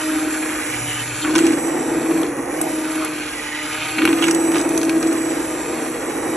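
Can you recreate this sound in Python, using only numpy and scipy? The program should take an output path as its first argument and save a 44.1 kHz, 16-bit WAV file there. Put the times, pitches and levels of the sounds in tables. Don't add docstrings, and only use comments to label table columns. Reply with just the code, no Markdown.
import sys
import numpy as np
from scipy import signal
from scipy.fft import rfft, irfft
from scipy.io import wavfile

SR = 44100
rng = np.random.default_rng(int(sys.argv[2]) if len(sys.argv) > 2 else 0)


def int16_out(signal):
    q = np.round(np.clip(np.atleast_2d(signal).T, -1, 1) * 32767)
    wavfile.write(sys.argv[1], SR, q.astype(np.int16))


N = 280476
T = np.arange(N) / SR
HZ = np.fft.rfftfreq(N, 1 / SR)
HUM_HZ = 120


# time_s, level_db
DRONE = [(0.0, -31), (0.05, -22), (0.16, -19), (0.97, -37.5), (1.19, -38), (1.26, -19), (1.39, -15.5),
         (1.52, -16), (1.59, -23), (1.81, -21), (1.84, -31), (1.87, -24), (2.02, -21), (2.06, -33),
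         (2.09, -19), (2.15, -18), (2.5, -40), (2.6, -23), (2.99, -23), (3.42, -39), (3.65, -31.5),
         (3.88, -39), (4.02, -16.5), (4.08, -16.5), (4.19, -22.5), (4.225, -17), (4.5, -18), (4.84, -23.5),
         (4.89, -15), (4.92, -24), (4.975, -10.5), (5.005, -27), (5.04, -15), (5.13, -20), (5.4, -23),
         (5.8, -34), (6.36, -28.5)]
# pitch_hz, width_hz, level_db
GUARD_MODES = [(251.2, 29, -13.5), (281, 47, -11), (341.6, 35, -2)]
def blade(turns):
    drone_db, = follow(DRONE)
    depth_db, _ = effort()
    waver = gain_of(np.maximum(1.3 + 0.04 * depth_db, 1) * wander(rate_hz=54))
    tone = evened(waver * np.cos(4 * np.pi * turns + 0.07 * wander(22)))
    guard = evened(sum(ringing(*mode) for mode in GUARD_MODES))
    unbalance = evened((1 + 0.37 * wander(5.4)) * np.cos(2 * np.pi * turns + 0.68 * wander(3.1)))
    shaft = ringing(hz=289, width_hz=18, db=-9)
    beating = gain_of(-1.16) * tone + gain_of(depth_db - 11) * guard + shaft
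    unbalance_gain = gain_of(-53) + gain_of(drone_db - 31 + 1.3 * depth_db)
    return gain_of(drone_db) * beating + unbalance_gain * unbalance


# time_s, speed_hz
SHAFT_SPEED = [(0, 156.6), (.45, 155.8), (.69, 154), (.83, 150), (1.05, 150), (1.21, 152), (1.33, 156),
               (1.4, 163), (1.46, 164), (1.52, 162.3), (1.65, 162.9), (1.85, 159.3), (2.02, 161),
               (2.22, 161.3), (2.32, 143), (2.44, 133), (2.58, 158.5), (2.8, 156.8), (3.03, 157.4),
               (3.13, 152.6), (3.35, 152.3), (3.48, 149.5), (3.72, 153.9), (3.97, 155.8), (4.05, 161.5),
               (4.13, 164.8), (4.25, 164), (4.5, 163.4), (4.9, 162.7), (5.3, 161.3), (5.45, 158.8),
               (5.6, 156.5), (5.85, 159.3), (6.36, 160)]
# time_s, level_db
HEAD_DEPTH = [(0.04, -43), (0.09, -40.5), (0.46, -36.5), (1.17, -44), (1.36, -30), (2.24, -28.5),
              (2.27, -31.5), (2.55, -30.5), (2.76, -36), (3.67, -45), (3.9, -43), (4.09, -29),
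              (4.17, -32.5), (4.61, -28.5), (5.31, -33.5), (6.3, -29)]
def effort(cruise_db=-34, cruise_hz=158):
    return follow(HEAD_DEPTH)[0] - cruise_db, follow(SHAFT_SPEED)[0] - cruise_hz


# frequency_hz, level_db
CHURN_SPECTRUM = [(40, -51), (110, -12.5), (155, -9.5), (195, -18.5), (245, 1.5), (350, 5), (410, -3),
                  (470, 4), (590, -7.5), (800, -7.5), (1100, -9.5), (1450, -13), (1700, -15.5),
                  (1930, -9.5), (2100, -20.5), (2350, -21.5), (2900, -31), (5000, -53.5)]
SLURP_SPECTRUM = [(150, -23), (450, -13), (560, -24), (800, 1), (1100, -2.5), (1230, 4.5), (1330, -0.5),
                  (1450, 5), (2100, 4), (2600, 3.5), (3100, -18), (4500, -10), (9000, -53)]
SPRAY_SPECTRUM = [(1200, -44), (2800, 7), (3600, 6.5), (4800, 4), (6000, 2.5), (8000, -2.5), (11000, -24),
                  (14000, -67)]
# start_s, length_s, slurp_boost_db
SPLASHES = [(1.298, 0.25, 3.5), (3.934, 0.27, 1.5), (4.204, 0.11, 3.5), (4.533, 0.075, 5)]
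SPLASH_EDGE_S = 0.013
def pulp(turns):
    depth_db, faster_hz = effort()
    splash_db = sum(db * swell(start, length, SPLASH_EDGE_S) for start, length, db in SPLASHES)
    splash_db += 0.24 * wander(14)
    slurp_db = -33.5 - 0.42 * depth_db + 0.17 * faster_hz + splash_db
    spray_db = -42 - 0.66 * depth_db + 0.35 * faster_hz + 1.9 * splash_db
    throb = 1 + 0.055 * np.cos(2 * np.pi * turns) + 0.071 * np.cos(4 * np.pi * turns)
    strokes = evened(throb * gain_of(wander(36)))
    bursts = strokes * evened(crackle(per_s=4000, spread_db=3.5) + 1.16 * white())
    churn = colour(strokes * white(), CHURN_SPECTRUM)
    hollow = pot(colour(strokes * white(), SLURP_SPECTRUM))
    slurp = gain_of(-4) * (colour(bursts, SLURP_SPECTRUM) + hollow) + air_pockets(bursts, turns)
    spray = colour(strokes * evened(crackle(per_s=3000, spread_db=4.5) + white()), SPRAY_SPECTRUM)
    return gain_of(depth_db - 29) * churn + gain_of(slurp_db) * slurp + gain_of(spray_db) * spray


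# start_s, length_s, first_hz, last_hz, level_db, pitch_over_width
AIR_POCKETS = [(0, 0.41, 1300, 1550, -4.5, 2.5), (0.418, 0.36, 1400, 2290, -0.5, 1.27),
               (0.782, 0.27, 2340, 1740, -3.5, 2.3), (0.863, 0.167, 2830, 2560, -2.5, 4.1),
               (1.21, 0.045, 4560, 1880, 1.5, 1.8), (1.233, 0.075, 1500, 850, 4, 1),
               (2.56, 0.13, 640, 790, 0.5, 3), (2.834, 0.31, 1400, 1190, -5.5, 3.1),
               (3.153, 0.55, 2230, 2460, -7, 2.3), (3.343, 0.07, 1960, 1980, -1.5, 15),
               (3.442, 0.19, 1910, 1930, -2, 6.8), (3.707, 0.41, 2320, 2140, -3, 2.2),
               (4.214, 0.045, 3270, 2570, 4.5, 5.7)]
def air_pockets(bursts, turns, ragged_db=2):
    out = np.zeros(N)
    wobble = 0.064 * wander(28)
    chopped = bursts * (1 + 0.3 * np.cos(2 * np.pi * turns))
    for start, length, first_hz, last_hz, db, sharpness in AIR_POCKETS:
        width_hz = np.sqrt(first_hz * last_hz) / sharpness
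        progress = np.clip((T - start) / length, 0, 1)
        hz = first_hz * (last_hz / first_hz) ** progress + wobble * width_hz
        out += gain_of(db) * swell(start, length, edge_s=0.012) * resonate_steeply(chopped, hz, width_hz)
    return out * gain_of(ragged_db * wander(10))


# pitch_hz, width_hz, level_db
POT_MODES = [(860, 140, -3), (950, 165, 0), (1231, 24, 2), (1470, 194, 1), (1633, 11, -2.5),
             (1922, 75, -1.5), (2235, 117, 1), (2410, 176, -3), (2670, 62, -4.5)]
def pot(x, drift=0.013, shade_db=2.5):
    out = np.zeros(N)
    for hz, width_hz, db in POT_MODES:
        gain = gain_of(db - shade_db * wander(1.4)) / np.sqrt(width_hz)
        out += gain * resonate(x, hz * (1 + drift * wander(1.5)), width_hz)
    return evened(out)


# shaft_multiple, level_db
WHINE_TONES = [(36, -7), (37, -12), (48, 5.5), (49, -13)]
def whine(angle, mains, swing_rad, lean):
    tones = np.zeros(N)
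    for multiple, db in WHINE_TONES:
        gain = gain_of(db - 1.1 * wander(1.4))
        swing = swing_rad * (np.sin(mains) + 0.36 * wander(60))
        tones += gain * np.cos(multiple * angle + swing + 1.1 * wander(1.7))
    return evened(tones * (1 + lean * np.cos(mains)) * gain_of(2.8 * wander(30)))


# time_s, tones_db, rasp_db
WHINE_LEVEL = [(0, -45, -54), (.35, -48, -41), (.8, -46.5, -50), (1.1, -47, -43.5), (1.33, -48, -42),
               (1.43, -51, -34.5), (1.63, -38.5, -41), (1.78, -43, -42.5), (2.22, -46, -52),
               (2.4, -66, -68), (2.6, -48, -46), (2.95, -49, -58), (3.2, -52, -50), (3.5, -57, -47),
               (3.97, -51, -52), (4.08, -39, -38), (4.5, -39.5, -50), (4.75, -41, -45.5),
               (5.25, -43.5, -43), (5.4, -45, -46), (5.6, -42.5, -43), (5.9, -44.5, -53), (6.36, -46, -54)]
# time_s, swing_rad, lean (-1 to the lower side tone, +1 to the upper)
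ROTOR_SWING = [(0, 1.1, -.1), (.4, 1.6, -.2), (1.2, 1.6, -.4), (1.42, .7, .2), (1.6, 1.1, .1),
               (1.9, 1.6, -.1), (2.9, 1.5, -.5), (3.9, 1.4, -.6), (4.1, .7, .2), (5.25, .7, .2),
               (5.42, 1.4, -.5), (5.6, .6, .1), (5.85, 1.2, .2), (6.36, 1.2, .2)]
# time_s, level_db
HISS_LEVEL = [(0, -38), (.4, -40.5), (.9, -39), (1.1, -41.5), (1.45, -41), (2.1, -43.5), (2.47, -47),
              (2.6, -42), (3.05, -42), (3.15, -43.5), (3.5, -43), (4.1, -41.5), (4.5, -42), (5.1, -43.5),
              (6.36, -42.5)]
SIZZLE_LEVEL = [(0, -40.5), (.55, -41), (1.1, -54), (1.7, -50), (2.45, -48), (2.6, -41.5), (3.2, -50),
                (4.0, -42), (4.5, -49)]
BUZZ_LEVEL = [(0, -38.5), (.45, -43.5), (1.08, -56), (1.8, -40), (2.22, -45), (2.48, -46), (2.61, -34),
              (2.75, -41), (3.05, -41), (3.2, -55), (3.45, -51), (3.72, -47.5), (4.2, -52), (4.45, -39),
              (5, -36.5), (5.6, -42.5), (6.36, -50)]
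BAR_LEVEL = [(3.2, -65), (4.1, -54), (5.6, -62), (5.85, -53), (6.36, -53.5)]
# frequency_hz, level_db
BRUSH_SPECTRUM = [(1500, -29), (4000, -37), (5000, -16), (5800, -0.5), (6500, -3.5), (7600, -0.5),
                  (8400, 4.5), (9200, 9), (11100, 0.5), (12000, -10), (13000, -60), (15000, -88)]
def motor(turns):
    curves = HISS_LEVEL, SIZZLE_LEVEL, BUZZ_LEVEL, BAR_LEVEL, SHAFT_SPEED
    hiss_db, sizzle_db, buzz_db, bar_db, speed_hz = (follow(curve)[0] for curve in curves)
    whine_db, rasp_db = follow(WHINE_LEVEL)
    swing_rad, lean = follow(ROTOR_SWING)
    mains, angle = 2 * np.pi * HUM_HZ * T, 2 * np.pi * turns
    tones = gain_of(whine_db + 6) * whine(angle, mains, swing_rad, lean)
    sizzle = ringing(71 * speed_hz, width_hz=650, db=sizzle_db)
    rasp = ringing(48 * speed_hz - 50, width_hz=520, db=rasp_db + 4)
    chatter = (rasp + sizzle) * (1 + 0.37 * np.cos(mains))
    contact = evened((1 + 0.14 * np.cos(angle) + 0.074 * np.cos(2 * angle)) * gain_of(wander(7.6)))
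    scrape = evened(white() + 1.1 * crackle(per_s=2800, spread_db=0.5))
    hiss = gain_of(hiss_db + 10) * colour(contact * scrape, BRUSH_SPECTRUM)
    bars = gain_of(bar_db) * evened(np.cos(24 * angle + swing_rad / 2 * np.sin(mains)))
    buzz = gain_of(buzz_db) * evened(np.cos(4 * angle + 0.45 * wander(35)))
    return tones + hiss + chatter * contact + (bars + buzz) * (1 + 0.3 * wander(10.4))


# start_s, knock_db, snap_db, spit_db, pitch_hz
LUMPS = [(1.353, -15, -23, -36, 6000), (1.36, -20, -23.5, -31, 5670), (1.382, -22, -22, -31, 7500),
         (1.389, -24, -25, -33, 6600), (1.467, -22, -27.5, -31, 5930), (2.175, -32, -45, -34, 6000),
         (2.216, -39, -37, -29, 6500), (2.614, -39, -28.5, -22, 8000), (2.957, -31, -39, -36, 7000),
         (3.048, -38, -31, -28, 7500), (3.983, -18.5, -43, -48, 4200), (3.9885, -19.5, -44, -45, 4000),
         (4.0197, -17, -48, -38, 4000), (4.053, -13.5, -30, -23.5, 6070), (4.0758, -16, -35, -39, 4200),
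         (4.091, -26, -34, -48, 4000), (4.1292, -20, -40, -45, 4200), (4.2237, -20, -32, -38, 6330),
         (4.241, -19.5, -25.5, -36, 6600), (4.268, -25, -38, -40, 5700), (4.283, -19.5, -24.5, -33, 6900),
         (4.311, -26, -21, -30, 6200), (4.348, -47, -26.5, -28, 6800), (4.518, -28, -35, -33, 5900),
         (4.545, -25.5, -39, -42, 4000), (4.558, -20.5, -37, -41, 5700), (4.567, -24, -32, -32, 7000),
         (4.583, -33, -33, -45, 5600), (4.602, -27.5, -32, -42, 6400), (4.613, -38, -29.5, -40, 6600),
         (4.691, -44, -34.5, -32, 6500), (4.777, -31, -24, -26.5, 6650), (4.815, -31, -28.5, -38, 5840),
         (4.831, -27, -32, -34, 6050), (4.851, -36, -32, -40, 6900), (4.895, -23.5, -31, -31, 5500),
         (5.028, -28.5, -29.5, -36, 5700), (5.072, -41, -32, -48, 7300), (5.128, -44, -36, -33, 6000)]
# frequency_hz, level_db
KNOCK_SPECTRUM = [(50, -25), (130, -3), (300, 19.5), (600, -12), (1300, 5), (2400, 1), (4000, -1),
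                  (8000, -47)]
SNAP_SPECTRUM = [(1200, -19), (3500, 1), (5000, -1.5), (6200, 0), (7500, -2), (9000, 9), (13000, -44)]
SPIT_SPECTRUM = [(5000, -37), (8000, -10.5), (9300, 10), (10500, 3.5), (12000, -9), (13500, -19),
                 (15500, -35)]
def lumps(knock_s=0.0045, snap_s=0.0036, spit_s=0.0047):
    knocks, snaps, spits, cracks, snap_hz = np.zeros((5, N))
    for start, knock_db, snap_db, spit_db, hz in LUMPS:
        first = round(start * SR)
        age = T[:N - first]
        knocks[first:] += gain_of(knock_db) * np.exp(-age / knock_s)
        snaps[first:] += gain_of(snap_db) * np.exp(-age / snap_s)
        spits[first:] += gain_of(spit_db) * np.exp(-age / spit_s)
        cracks[first] = 7
        snap_hz[first:] = hz
    knock = colour(knocks * (cracks + white()), KNOCK_SPECTRUM)
    snap = colour(snaps * (cracks + white()), SNAP_SPECTRUM)
    spit = colour(spits * white(), SPIT_SPECTRUM)
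    ring = sum(gain_of(db) * resonate(knock, hz, width_hz) for hz, width_hz, db in POT_MODES)
    wet = gain_of(0.5) * snap + gain_of(11) * resonate(snap, snap_hz, width_hz=900)
    return gain_of(-3.5) * knock + gain_of(6) * ring + wet + gain_of(9.5) * spit


def splutter():
    plunging = sum(swell(start, length, SPLASH_EDGE_S) for start, length, _ in SPLASHES)
    pops = plunging * evened(noise_bursts(crackle(per_s=170, spread_db=3.5), decay_s=0.00062))
    return gain_of(-35) * (colour(pops, SLURP_SPECTRUM) + gain_of(-5) * colour(pops, SNAP_SPECTRUM))


def bearing_rattle(turns):
    depth_db, _ = effort()
    comb = np.zeros(N)
    for multiple in range(3, 17):
        gain = gain_of(3 * wander(5))
        comb += gain * np.cos(2 * np.pi * (multiple * turns + rng.random()) + 0.25 * wander(20))
    return gain_of(-42.5 - 0.4 * depth_db) * evened(comb)


def crumbs(per_s=35, spread_db=3):
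    depth_db, _ = effort()
    hits = (rng.random(N) < per_s / SR) * (depth_db > 0)
    size = gain_of(-38 + spread_db * np.minimum(rng.exponential(1, N), 3))
    return colour(noise_bursts(hits * size, decay_s=0.0015), SNAP_SPECTRUM)


# frequency_hz, level_db
RUMBLE_SPECTRUM = [(20, -17), (45, 4), (65, 6.5), (100, -5.5), (200, -3), (1000, -6), (8000, -78)]
# start_s, length_s, level_db
HANDLE_PASSES = [(0.64, 0.66, -39.5), (1.197, .45, -48), (3.605, 0.66, -48.5)]
def rumble_and_hum():
    passing = sum(gain_of(db) * swell(start, length, edge_s=0.14) for start, length, db in HANDLE_PASSES)
    flutter = ringing(hz=113, width_hz=70, db=-1.5)
    hum = evened((1 + 0.3 * wander(2.1)) * np.cos(2 * np.pi * HUM_HZ * T))
    rumble = gain_of(-46) * colour(white(), RUMBLE_SPECTRUM)
    return rumble + gain_of(-55.5) * hum + passing * (flutter + gain_of(-2) * hum)


# frequency_hz, decay_s
ROOM_DECAY = [(200, 0.39), (1000, 0.088), (4000, 0.031), (12000, 0.27)]
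# frequency_hz, gain_db
ROOM_COLOUR = [(60, -40), (300, -14), (550, -3), (750, 13), (1000, 0.5), (1500, -34), (2100, 2.5),
               (2800, 16.5), (4500, 10), (6000, 4), (8000, 7.5), (9200, -27.5), (11000, 4.5), (13000, -1)]
def room(x, turn_hz=1.1):
    hz, t, noise = signal.stft(rng.standard_normal((2, 2, SR // 2)), SR, nperseg=256)
    decay = gain_of(-60 * t / read(ROOM_DECAY, hz)[:, None])
    tails = signal.istft(noise * decay, SR, nperseg=256)[1]
    tails /= np.linalg.norm(tails[0, 0])
    thrown = irfft(rfft(x) * gain_of(read(ROOM_COLOUR, HZ)), N)
    angle = 2 * np.pi * turn_hz * T
    return sum(signal.fftconvolve((thrown * share)[None], tail, axes=1)[:, :N]
               for share, tail in zip((np.cos(angle), np.sin(angle)), tails))


# frequency_hz, left_lead_rad
PORT_PHASE = [(150, -0.05), (550, -0.4), (900, 0.09), (1300, -0.14), (1450, -0.0), (2100, 0.06),
              (2750, 0.59), (3900, 0.79), (4500, 1.8), (4900, 3.31), (5300, 5.19), (5750, 6.22),
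              (6200, 6.35), (6600, 7.04), (8700, 9.32), (9400, 9.52), (11400, 11.62), (11800, 12.33)]
# frequency_hz, left_minus_right_db
PORT_BALANCE = [(450, 0), (780, -5), (900, -5), (1400, 1), (2100, -1.5), (2900, -4), (3150, -3.5),
                (4000, 3), (4800, -3), (6000, -1.5)]
def microphone(x):
    half = np.exp(.5j * read(PORT_PHASE, HZ)) * gain_of(read(PORT_BALANCE, HZ) / 2)
    return irfft(rfft(x) * np.array([half, 1 / half]), N)


def gain_of(db):
    return 10 ** (np.asarray(db) / 20)


def evened(x):
    return x / np.sqrt(np.mean(x ** 2) + 1e-20)


def read(points, hz):
    f, value = np.transpose(points)
    return np.interp(np.log(hz + 1), np.log(f + 1), value)


def follow(rows):
    times, *columns = np.transpose(rows)
    return [np.interp(T, times, column) for column in columns]


def swell(start, length, edge_s):
    return np.clip(np.minimum(T - start, start + length - T) / edge_s, 0, 1)


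def white():
    return rng.standard_normal(N)


def wander(rate_hz):
    return evened(irfft(rfft(white()) / (1 + (HZ / rate_hz) ** 4), N))


def crackle(per_s, spread_db):
    size = gain_of(spread_db * np.minimum(rng.exponential(1, N), 4))
    return evened(size * np.sign(white()) * (rng.random(N) < per_s / SR))


def noise_bursts(clicks, decay_s):
    return signal.lfilter([1], [1, -np.exp(-1 / (decay_s * SR))], clicks) * white()


def colour(x, spectrum):
    log_gain = np.log(gain_of(read(spectrum, abs(np.fft.fftfreq(4096, 1 / SR)))))
    taps = np.fft.ifft(np.exp(np.conj(signal.hilbert(log_gain)))).real[:2048]
    return signal.oaconvolve(x, taps / np.linalg.norm(taps))[:N]


def resonate(x, hz, width_hz):
    carrier = np.exp(2j * np.pi * np.cumsum(hz * np.ones(N)) / SR)
    pole = np.exp(-np.pi * width_hz / SR)
    return 2 * (carrier * signal.lfilter([1 - pole], [1, -pole], x / carrier)).real


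def resonate_steeply(x, hz, width_hz):
    return evened(resonate(resonate(x, hz, width_hz), hz, width_hz))


def ringing(hz, width_hz, db):
    return gain_of(db) * resonate_steeply(white(), hz, width_hz)


def scene():
    turns = np.cumsum(follow(SHAFT_SPEED)[0] + 0.12 * wander(6.5)) / SR
    blender = blade(turns) + pulp(turns) + motor(turns) + bearing_rattle(turns)
    blender += lumps() + splutter() + crumbs()
    return microphone(blender + rumble_and_hum()) + gain_of(-11) * room(blender)


def record(dry, ceiling=0.9, cutoff_hz=15200):
    lowpass = signal.firwin(511, cutoff_hz, window=("kaiser", 9), fs=SR)
    return signal.oaconvolve(np.clip(dry, -ceiling, ceiling), lowpass[None], "same")


dry = scene()
out = record(dry)
int16_out(out)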